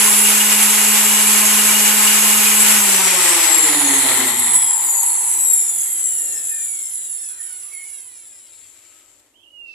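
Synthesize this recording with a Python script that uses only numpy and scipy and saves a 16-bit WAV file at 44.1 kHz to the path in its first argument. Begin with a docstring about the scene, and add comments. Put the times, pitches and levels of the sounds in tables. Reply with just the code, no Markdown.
"""Orbital sander coasting to rest

A hand-held sander runs unloaded in a room, is switched off and coasts down against friction and fan drag.
Its integrated shaft speed is the phase of the unbalance hum, the 31-blade fan tone and the casing orders.
It also times the clicks of 24 commutator bars; filtered noise gives brush scrape, air roar and rattle.
The two microphone ports ring at different treble pitches. Birds call outside late in the coast: wavering sines."""
import sys
import numpy as np
from scipy import signal
from scipy.fft import rfft, irfft, next_fast_len
from scipy.io import wavfile

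SR = 44100
rng = np.random.default_rng(int(sys.argv[2]) if len(sys.argv) > 2 else 0)


def output_pcm(signal):
    """Save a mono or channel-first signal as 16-bit PCM at the path in sys.argv[1].

    Samples are clipped to [-1, 1] before scaling.
    """
    pcm = np.clip(np.atleast_2d(signal).T, -1, 1) * 32767
    wavfile.write(sys.argv[1], SR, np.round(pcm).astype(np.int16))


N = 429526
T = np.arange(N) / SR
SIZE = next_fast_len(N + SR // 4, True)
HZ = np.maximum(np.arange(SIZE // 2 + 1) * SR / SIZE, 1)
LOG_HZ = np.log(HZ)
SWITCH_OFF_S, REST_S = 2.743, 9.4


def from_db(db):
    """Decibel law: amplitude gain of a level in dB."""
    return 10 ** (np.asarray(db) / 20)


def rms_one(x):
    """Normalisation of mean power: rms 1."""
    return x / np.sqrt(np.mean(x ** 2) + 1e-20)


def along(rows, x):
    """Linear interpolation: columns of a table read at each value of x."""
    at, *columns = np.transpose(sorted(rows))
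    return [np.interp(x, at, c) for c in columns]


def in_time(rows):
    """Linear interpolation in time: columns at every sample."""
    return along(rows, T)


def over_hz(rows):
    """Interpolation in log frequency: columns at every FFT bin."""
    log_rows = [(np.log(hz), *rest) for hz, *rest in rows]
    return np.array(along(log_rows, LOG_HZ))


def colour(x, rows):
    """Linear filtering by a dB spectrum, one column a channel; rms 1."""
    spectrum = rfft(x, SIZE) * from_db(over_hz(rows))
    return rms_one(irfft(spectrum, SIZE)[:, :N])


def bump(s, length):
    """Gaussian envelope in time, height 1."""
    return np.exp(-((T - s) / length) ** 2)


def drift(rate, size=N):
    """Low-passed random process of rms 1, computed at every 40th sample."""
    r = np.exp(-80 * np.pi * rate / SR)
    white = rng.standard_normal(N // 40 + 2002)
    slow = signal.lfilter([1], [1, -2 * r, r * r], white)[2000:]   # settled part
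    return np.interp(np.arange(size) / 40, np.arange(len(slow)), rms_one(slow))


# Coherence of the two channels: f/Hz, left-right correlation (0-1)
LIKENESS = [(25, .8), (60, .9), (250, .9), (600, .7), (1300, .7), (2900, .25), (6000, 0), (14000, 0)]


def stereo_noise():
    """Partial coherence: white noise alike in both channels in the bass, unrelated in the treble."""
    mid, side = rfft(rng.standard_normal((2, N)), SIZE)
    alike = np.clip(over_hz(LIKENESS)[0], -1, 1)
    common = np.sqrt(1 + alike) * mid
    opposed = np.sqrt(1 - alike) * side * [[1], [-1]]
    return irfft(common + opposed, SIZE)[:, :N]


def pan(db):
    """Interchannel level difference: gains of a left-right difference in dB."""
    return from_db([[db / 2], [-db / 2]])


def tone(cycles, db, flutter_db, rate=9):
    """Phase integration: a sine about a given rms level that flutters."""
    level = from_db(db + flutter_db * drift(rate, len(cycles)))
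    return np.sqrt(2) * level * np.sin(2 * np.pi * (cycles + rng.random()))


RUN_SPEED, RUN_CREEP, CREEP_S = 209.47, 4.2, 4.2   # turns/s at the start; slow gain as it warms; its time/s
# Friction and fan drag with the current off: speed/(turns/s), deceleration/(turns/s per s)
SLOWING = [(0, 10.46), (25, 17.52), (60, 25.32), (95, 33.28), (130, 45.52), (170, 61.65), (212, 77.27)]


def shaft():
    """Rotational dynamics: speed creeps up under power, then falls as drag takes the angular momentum."""
    running = RUN_SPEED + RUN_CREEP * (1 - np.exp(-np.minimum(T, SWITCH_OFF_S) / CREEP_S))
    speeds = np.linspace(running[-1], .5, 2000)
    seconds_per_step = -np.gradient(speeds) / along(SLOWING, speeds)[0]
    when = SWITCH_OFF_S + np.cumsum(seconds_per_step)
    return np.minimum(running, np.interp(T, when, speeds))


def unbalance(turns, once_db, twice_db):
    """Forced vibration: an eccentric mass hums at once and twice the shaft rate."""
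    return tone(turns, once_db, 0.7) + tone(2 * turns, twice_db, 2.5, 14)


def pad_beats(turns, speed, beat_db):
    """Sidebands: shaft multiples shifted by the pad, which turns on its own bearing."""
    pad_speed = 17 * (speed / RUN_SPEED) ** .4   # turns/s; slows less than the shaft
    pad = np.cumsum(pad_speed) / SR
    out = tone(2 * turns + pad, beat_db, 3.0)
    out += tone(2 * turns - pad, beat_db - 7, 3.0)
    return out + tone(3 * turns + pad, beat_db - 5, 3.0)


def fan_tones(turns, blade_db, octave_db, coasting):
    """Blade-passing frequency: 31 blades sound 31 times a turn, with the octave."""
    unsteady = .15 * drift(40, len(turns)) * coasting   # cycles of phase wander
    blade = tone(31 * turns + unsteady, blade_db, 2.5, 12) * pan(1.0)
    return blade + tone(62 * turns, octave_db, 1.2, 12) * pan(-8.0)


# Order spectrum of the casing: multiple of the shaft, relative level/dB, L-R/dB
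ORDERS_OF_SHAFT = [(3, -4.5, 14), (4, 1.5, -2), (5, 7, 2.5), (6, 3.5, 9), (7, 3.5, 9), (8, 3, 1),
                   (11, 8.5, 0), (13, 8, -3.5)]


def casing_orders(turns, higher_db, coasting):
    """Order spectrum: the casing sounds at whole multiples of the shaft rate."""
    out = 0
    for multiple, db, pan_db in ORDERS_OF_SHAFT:
        coast_loss_db = 1.3 * multiple * coasting
        out = out + tone(multiple * turns, higher_db + db - coast_loss_db, 5.3, 30) * pan(pan_db)
    return out


# Whine at twice the bar rate: t/s, level/dB before panning
WHINE = [(0, -19), (.31, -20), (.38, -38), (.56, -28), (.64, -24.5), (.98, -34), (1.3, -25.5),
         (1.77, -29.5), (1.99, -33), (2.1, -28), (2.74, -28.5), (3.0, -35), (3.2, -56)]


def bar_whine(turns, t):
    """Periodic forcing: a whine at 48 cycles a turn, twice the rate of the 24 bars."""
    return tone(48 * turns, along(WHINE, t)[0], 2.0, 15) * pan(-6)


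# Tones at full current: multiple of the shaft, level/dB before panning, L-R/dB
DRIVEN = [(4, -40.5, -1.5), (11.8, -41, 6), (13.62, -36.5, 12), (45.8, -49.5, 16.5), (50.6, -48, 0.5)]


def driven_tones(turns, t):
    """Exponential decay: shaft-locked tones sustained by the current die away after switch-off."""
    current = np.exp(-np.maximum(t - SWITCH_OFF_S, 0) / .45)   # decay time/s
    return sum(current * tone(multiple * turns, db, 4.5, 23) * pan(pan_db) for multiple, db, pan_db in DRIVEN)


# Tone levels by speed: speed/(turns/s), unbalance/dB, twice per turn/dB, pad beat/dB,
# reference of the casing orders/dB, blade tone/dB, its octave/dB
TONES_AT = [(42, -99, -99, -99, -90, -68, -80), (50, -95, -95, -99, -87, -65, -75),
            (58, -90, -90, -99, -77, -56, -72), (66, -83.5, -85, -99, -68, -55, -68),
            (80, -70, -85, -99, -61.5, -57, -69), (88, -68, -85, -99, -62.5, -61, -68),
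            (94, -65, -84, -90, -62, -54, -65), (100, -62, -68, -75, -63.5, -66, -60),
            (106.4, -64, -70, -59, -66, -39, -56), (109.6, -51, -49, -45.5, -63.5, -40, -52),
            (119, -48, -59, -40, -58.5, -43, -35), (123, -47.5, -52, -35, -45, -39, -46),
            (138.2, -47, -25.5, -39, -43, -36, -30), (154.4, -48.5, -38.5, -35, -47, -46, -34),
            (159, -54, -43.5, -35, -45, -37.5, -28.5), (165, -81, -34, -42.5, -44, -34, -39),
            (170, -50, -33.5, -35, -43.5, -35, -23), (180.5, -41.5, -43, -38, -40.5, -33.5, -42),
            (197.5, -32.5, -37, -41, -43.5, -29.5, -30.5), (201.6, -32, -40, -47, -52.5, -35, -25),
            (212.7, -29, -42.5, -48, -46.5, -28, -25)]


def motor_tones(turns, speed):
    """Order locking: every tone follows the shaft phase until it is too slow to sing."""
    end = np.sum(speed > 42)   # turns/s
    turns, speed, t = turns[:end], speed[:end], T[:end]
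    once_db, twice_db, beat_db, higher_db, blade_db, octave_db = along(TONES_AT, speed)
    coasting = np.clip(t - SWITCH_OFF_S, 0, 1)   # rises over the first second of the coast
    out = (unbalance(turns, once_db, twice_db) + pad_beats(turns, speed, beat_db)) * pan(0)
    out += fan_tones(turns, blade_db, octave_db, coasting)
    out += casing_orders(turns, higher_db, coasting)
    out += bar_whine(turns, t) + driven_tones(turns, t)
    fade = np.clip((t[-1] - t) * 5, 0, 1)
    return np.pad(out * fade, ((0, 0), (0, N - end)))


def bar_clicks(turns, uneven_db, jitter, runout, wander):
    """Impulse train: a click as each bar meets the brush, a weaker one as it leaves; bars differ in height."""
    count = np.repeat(np.arange(1, int(24 * turns[-1])), 2)
    leaving = np.arange(len(count)) % 2
    # the two clicks of a bar are .45 bar pitch apart; the commutator runs slightly off centre
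    place = count + .45 * leaving + runout * np.sin(2 * np.pi * count / 24)
    place = place + jitter * rng.standard_normal(len(count))
    at = np.interp(place, 24 * turns + wander * drift(40), np.arange(N))
    bar_db = uneven_db * rng.standard_normal(24)[count % 24]
    height = from_db(-14 * leaving + bar_db + rng.standard_normal(len(count)))
    # windowed sinc places each click between samples
    taps = np.floor(at)[:, None] + np.arange(-11, 13)
    offset = taps - at[:, None]
    kernel = np.sinc(offset) * np.cos(np.pi * offset / 26) ** 2
    out = np.zeros(N + 32)
    np.add.at(out, np.clip(taps, 0, N + 31).astype(int), kernel * height[:, None])
    return out[:N]


def room(x):
    """Exponential reverberation: direct sound plus a decaying noise tail, another in each channel."""
    t = T[:SR // 2]
    tail = rng.standard_normal((2, len(t))) * from_db(-60 * t / .25) * (t > .003)   # T60 .25 s
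    tail *= from_db(-2) / np.sqrt(np.sum(tail ** 2, axis=1, keepdims=True))
    tail[:, 0] = 1   # direct sound
    return signal.fftconvolve(x[None], tail, axes=1)[:, :N]


def patchy(x):
    """Band-wise modulation: fifth-octave bands of the clicks fade and flutter independently at random."""
    edges = 1200 * 2 ** (np.arange(14) / 5)
    for low, high in zip(edges, edges[1:]):
        sos = signal.butter(3, [low, high], "band", fs=SR, output="sos")
        level_db = 5 * (drift(8) - .5) + 3 * drift(45)   # slow fade and quick flutter
        gain = np.minimum(from_db(level_db), 1.7)
        x = x + signal.sosfiltfilt(sos, x) * (gain - 1)
    return x


def two_poses(x, rows, turned):
    """Directivity: blend of the colour facing the ports and the colour side-on."""
    rows = np.array(rows)
    side_on = colour(x, rows[:, [0, 3, 4]])
    side_on[0] = np.roll(side_on[0], 7)   # the left port hears the side-on tool 7 samples later
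    return (1 - turned) * colour(x, rows[:, :3]) + turned * side_on


# Spectra of clicks and scrape at the two ports, facing then side-on:
# f/Hz, relative left level/dB, right level/dB, left level/dB, right level/dB
BARS = [(800, -52, -46, -52, -58), (1500, -46, -42, -46, -40), (2500, -38, -44, -33, -36),
        (3000, -33, -40, -28, -33), (3500, -28, -37, -27, -33), (4000, -35, -37, -28, -36),
        (4500, -31, -29, -32, -37), (4900, -35, -30, -33, -42), (5300, -32, -25, -22, -21),
        (5700, -30, -28, -26, -24), (6480, -14, -29.5, -23.5, -20), (6960, -3.5, -19.5, -8, -39),
        (7650, 7.5, -38.5, 1.5, -22), (8020, -1, -12, -5.5, -22), (9390, -17, -3, -15, -11),
        (9790, -18, -1.5, -15, -3.5), (10260, -11.5, 1.5, -32.5, 5.5), (10930, -25, 6, -30, -18),
        (11650, -31.5, -1, -37, -31), (12450, -44, -11.5, -45, -29), (14150, -34.5, -21, -36, -30)]
BRUSH = [(800, -42.5, -32, -27, -32.5), (2500, -43, -35.5, -28, -64.5), (3300, -27, -31, -14.5, -20),
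         (4300, -31, -30, -22, -28), (5500, -44.5, -32, -35.5, -28.5), (6470, -14.5, -24.5, -27, -23),
         (6950, 0, -20, -1.5, -23), (7624, 10.5, -8, 10.5, -21), (8080, 5.5, -4.5, -15.5, -27),
         (8950, -30, -24.5, -6, -30.5), (9470, -13, -11, -15, -15), (9860, -12, 2.5, -24, 0),
         (10680, -25.5, 9, -19, -1), (11580, -27, -0.5, -26, -20), (12300, -30.5, -17, -26.5, -19),
         (14400, -32, -36, -22, -20)]
# Share of clicks: speed/(turns/s), bar clicks over scrape/dB
BAR_SHARE = [(1, -2), (10, 5), (21, 8), (37, 7), (79, 3), (117, 2), (155, 0), (195, -6), (209, -16)]
# Tool side-on to the ports: t/s, share (0-1)
TURNED = [(4.4, 0), (5.5, .2), (7.2, 1), (8.1, 1), (9.4, .5)]
# As the hands turn and lower the tool: t/s, brush L-R/dB, air roar level/dB
HANDLING = [(0, 3.5, -16), (.5, 2, -15), (2.7, 2.5, -15), (3.35, 6.5, -15.5), (3.8, -1, -21.5),
            (4.27, 5, -25), (4.33, 7, -29.5), (4.65, 0, -35), (4.95, 4.5, -37), (5.4, 1.5, -38),
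            (6.3, 3, -45), (7.1, -3.5, -51), (7.6, -6.5, -50.5), (8.1, -5.5, -55.5), (8.35, 2.5, -57.5),
            (8.9, 14, -53.5), (9.4, 25, -59)]
# Brief swells and dips of the brush sound: t/s, length/s, level change/dB
SWELLS = [(0.0, 0.2, 1), (1.622, 0.1, 0.5), (2.62, 0.042, 2.5), (3.487, 0.11, -2), (3.772, 0.21, -1.5),
          (4.1, 0.43, 4), (4.29, .025, 3), (4.335, 0.038, -2.5), (4.415, 0.4, -2.5), (4.558, 0.017, 5.5),
          (5.14, 0.73, 2.5), (5.727, 0.11, -0.5), (6.057, 0.036, 2), (6.324, 0.11, 0.5), (6.642, 0.033, 3),
          (7.236, 0.077, -2.5), (7.31, 0.013, 2.5), (7.365, .025, -4), (7.7, 0.024, -2.5)]


def brushes(turns, speed):
    """Sliding contact: commutator clicks and modulated scrape noise, weaker by a power law at low speed."""
    pan_db = in_time(HANDLING)[0]
    (bars_db,), (turned,) = along(BAR_SHARE, speed), in_time(TURNED)
    swell_db = sum(db * bump(s, length) for s, length, db in SWELLS)
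    # power falls with exponent 4.35 below 54.3 turns/s
    brush_db = -15.5 - 10 * np.log10(1 + (54.3 / speed) ** 4.35) + swell_db
    clicks = bar_clicks(turns, uneven_db=1.2, jitter=.002, runout=.008, wander=.009)
    clicks = patchy(room(clicks / np.sqrt(speed)))   # even power at any speed
    bars = two_poses(clicks, BARS, turned) * from_db(bars_db + 1.7 * drift(4.8))
    # contact swells per bar and per turn
    chatter = 1 + 0.14 * np.cos(48 * np.pi * turns) + 0.12 * np.cos(2 * np.pi * turns)
    scrape = two_poses(stereo_noise() * chatter, BRUSH, turned) * from_db(0.77 * drift(16))
    mixed = (bars + scrape) / np.sqrt(1 + from_db(2 * bars_db))   # power sum of the two
    return mixed * from_db(brush_db + np.array([pan_db, -pan_db]) / 2)


# Spectrum of the air roar: f/Hz, relative left level/dB, right level/dB
ROAR = [(30, -51, -47), (90, -48, -52.5), (130, -20, -20), (165, -35.5, -29.5), (239, -21, -10.5),
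        (330, -27.5, -14.5), (506, -15, -7.5), (1630, -2, 1), (2240, 3, 2), (2900, 4, -1), (4100, -3, -3),
        (5640, -2, 0), (8350, 5, 0), (11250, -12, 4.5), (13200, -24.5, 0), (14000, -40, -32)]


def air_roar(turns):
    """Turbulence: broadband noise of air through the vents, slightly modulated once a turn."""
    roar_db = in_time(HANDLING)[1]
    pulsing = 1 + 0.038 * np.cos(2 * np.pi * turns)
    air = stereo_noise() * pulsing * from_db(0.71 * drift(200))
    return colour(air, ROAR) * from_db(roar_db + 1.0 * drift(10.0))


# Casing resonances: f/Hz, relative left level/dB, right level/dB
RATTLE = [(248, -40.5, -26), (351, -6.5, -5), (553, -37, -18), (830, -7.5, -1.5), (960, -6.5, -4),
          (1310, -15, -8), (1315, -2, -8), (1487, -12.5, -24), (1970, -0.5, 0), (2740, -11, -36.5),
          (3160, -5.5, -15.5), (4280, -5, -43), (5840, -47, -41.5)]
# Resonance of one cavity that drones as the rest falls quiet: f/Hz, relative level/dB
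CASING_RING = [(600, -39.5), (780, -6.5), (920, 6), (1060, -2), (1300, -52.5)]
# Levels by speed: speed/(turns/s), casing rattle/dB, cavity drone/dB
NOISES_AT = [(2, -56, -90), (9, -78, -90), (20.2, -67, -78), (41.7, -64, -88), (66, -48.5, -84),
             (81.2, -45, -45), (93.6, -39.5, -37.5), (104, -36.5, -38.5), (111.4, -28.5, -41.5),
             (119, -27, -48.5), (123.2, -22.5, -51), (128, -21.5, -56.5), (161, -25, -47.5),
             (206, -31, -40.5)]


def casing_rattle(turns, speed):
    """Resonance: noise swelling once a turn excites the casing modes and one cavity."""
    rattle_db, drone_db = along(NOISES_AT, speed)
    excitation = stereo_noise() * (1 + 0.087 * np.cos(2 * np.pi * turns))
    unsteady = from_db(1.2 * drift(25) + 0.92 * drift(150))
    rattle = colour(excitation * unsteady, RATTLE) * from_db(rattle_db)
    return rattle + colour(excitation, CASING_RING) * from_db(drone_db)


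# Spectrum of the grip: f/Hz, relative level/dB
RUMBLE = [(20, -12), (40, -9), (70, 0.5), (110, 3.5), (150, -23.5), (200, -33), (400, -55)]
# The grip shifts: t/s, length/s, level/dB added to the steady rumble
GRIPS = [(4.06, .1, -56), (4.3, 0.35, -58), (5.15, .3, -71), (6.5, 0.28, -75), (9.7, .2, -73.5)]


def grip_rumble():
    """Handling noise: low-frequency noise of the hands, steady with Gaussian surges."""
    grip = from_db(-76.5) + sum(from_db(db) * bump(s, length) for s, length, db in GRIPS)
    return colour(stereo_noise(), RUMBLE) * grip * from_db(1.4 * drift(6))


# Spectrum of the steady floor: f/Hz, relative level/dB per Hz
FLOOR = [(18, -48.5), (30, -2), (144, -19.5), (168, -40.5), (235, -8.5), (470, -8.5), (548, -9),
         (1130, -16.5), (1280, -18), (1490, -20.5), (5270, -21.5), (7550, -15.5), (14000, -25)]
# Faint steady hum in the room: f/Hz, level/dB
HUM = [(102.3, -79.5), (301.5, -78.5), (349.9, -76), (586.8, -77.5)]


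def room_floor():
    """Stationary background: coloured noise and faint, slightly fluttering sines."""
    floor = colour(stereo_noise(), FLOOR) * from_db(-62)
    return floor + sum(tone(hz * T, db, 2.5, 4) for hz, db in HUM)


# Ring of the casing to each click: f/Hz, relative level/dB
TICK_BODY = [(600, -28), (1000, -16), (1500, -9), (2200, -2), (3000, 0), (4000, -1), (5500, -6),
             (7000, -15)]
# Clicks heard once the air is quiet: speed/(turns/s), level/dB
TICKS_AT = [(2, -84), (6, -68), (9, -64), (13, -59), (20, -56), (30, -55), (45, -57), (62, -62), (75, -70),
            (209, -90)]


def ticking(turns, speed):
    """Impulse response: bar clicks coloured by the casing, loudest late in the coast."""
    tick_db = along(TICKS_AT, speed)[0]
    clicks = bar_clicks(turns, uneven_db=.6, jitter=.002, runout=.004, wander=.007)
    even = patchy(clicks / np.sqrt(speed))
    return colour(even[None], TICK_BODY) * from_db(tick_db + 1.2 * drift(9.8))


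# Rustles and last scrapes: t/s, length/s, low f/Hz, high f/Hz, level/dB
RUSTLE = [(6.296, 0.2, 255, 710, -49), (9.2, 0.0091, 3000, 13000, -55), (9.72, .05, 3500, 5500, -56)]


def rustles():
    """Band-limited noise: short rustles and scrapes under Gaussian envelopes."""
    out = np.zeros((2, N))
    for s, length, low_hz, high_hz, db in RUSTLE:
        span = slice(int((s - 3 * length) * SR), int((s + 3 * length) * SR))
        sos = signal.butter(3, [low_hz, high_hz], "band", fs=SR, output="sos")
        band = signal.sosfilt(sos, rng.standard_normal((2, len(T[span]))))
        out[:, span] += rms_one(band) * from_db(db) * bump(s, length)[span]
    return out


# Far short bird notes: t/s, f/Hz, length/s of the onset, level/dB
NOTES = [(6.344, 1810, 0.03, -48.5), (6.538, 1805, 0.035, -44), (6.981, 1680, .04, -61.5),
         (7.316, 1510, 0.024, -58), (7.367, 1320, .05, -64), (7.402, 1870, 0.028, -50.5),
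         (7.42, 1570, .04, -61), (7.51, 1483, 0.037, -57), (7.66, 1155, 0.026, -62),
         (7.762, 2200, 0.046, -41.5), (8.96, 1280, .15, -69)]


def bird_notes():
    """Frequency modulation: far notes of wavering pitch, blurred by distance, dying slower than they start."""
    out = np.zeros((2, N))
    for s, hz, length, db in NOTES:
        span = slice(int((s - .4) * SR), int((s + .4) * SR))
        t = T[span]
        wobble = np.cumsum(hz + 32 * drift(50, len(t))) / SR
        envelope = np.exp(-((t - s) / (length + .06 * (t > s))) ** 2)   # .06 s longer after the peak
        out[:, span] += tone(wobble, db, 2.5, 30) * envelope
    return out


# Bird whistles, one list each: t/s, f/Hz, amplitude of each path at the right ear/dB, pitch blur/Hz
WHISTLES = [
    [(9.34, 2580, -62, 120.6), (9.36, 3050, -53, 150), (9.39, 3200, -53, 169.5), (9.44, 3190, -51, 170),
     (9.52, 3200, -68, 150)],
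    [(9.4, 2560, -66, 81), (9.46, 2850, -49, 58), (9.53, 2900, -46, 33), (9.62, 2810, -37, 18),
     (9.79, 2550, -37, 44)],
]


def bird_whistles():
    """Multipath interference: echoes arrive at slightly different pitches and beat, in each ear its own way."""
    out = np.zeros((2, N))
    for rows in WHISTLES:
        span = slice(int(rows[0][0] * SR), int(rows[-1][0] * SR))
        hz, db, blur_hz = (c[span] for c in in_time(rows))
        for ear in range(2):
            paths = []
            for _ in range(2):
                blur = .7 * drift(15, len(hz)) + .5 * drift(80, len(hz))
                paths.append(np.cumsum(hz + blur_hz * blur) / SR)
            beating = np.sin(2 * np.pi * np.array(paths)).sum(axis=0)
            out[ear, span] += from_db(db + 8.6 * (ear - 1.0)) * beating   # left 8.6 dB weaker
    return out


def scene():
    """Superposition: sander and surroundings add linearly."""
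    speed = shaft()
    turns = np.cumsum(speed) / SR
    noises = brushes(turns, speed) + air_roar(turns) + casing_rattle(turns, speed)
    noises += grip_rumble() + ticking(turns, speed)
    noises *= np.clip((REST_S - T) * 4, 0, 1)   # gone at rest
    return motor_tones(turns, speed) + noises + room_floor() + rustles() + bird_notes() + bird_whistles()


def record(dry):
    """Band limiting: the highest peaks clip, the deepest bass is thinned, the top is cut."""
    bass_cut = signal.butter(1, 54, "high", fs=SR, output="sos")
    thinned = signal.sosfilt(bass_cut, np.clip(dry, -1, 1))
    top_cut = signal.ellip(12, .2, 70, 14300, fs=SR, output="sos")
    return signal.sosfilt(top_cut, thinned)


dry = scene()
out = record(dry)
output_pcm(out)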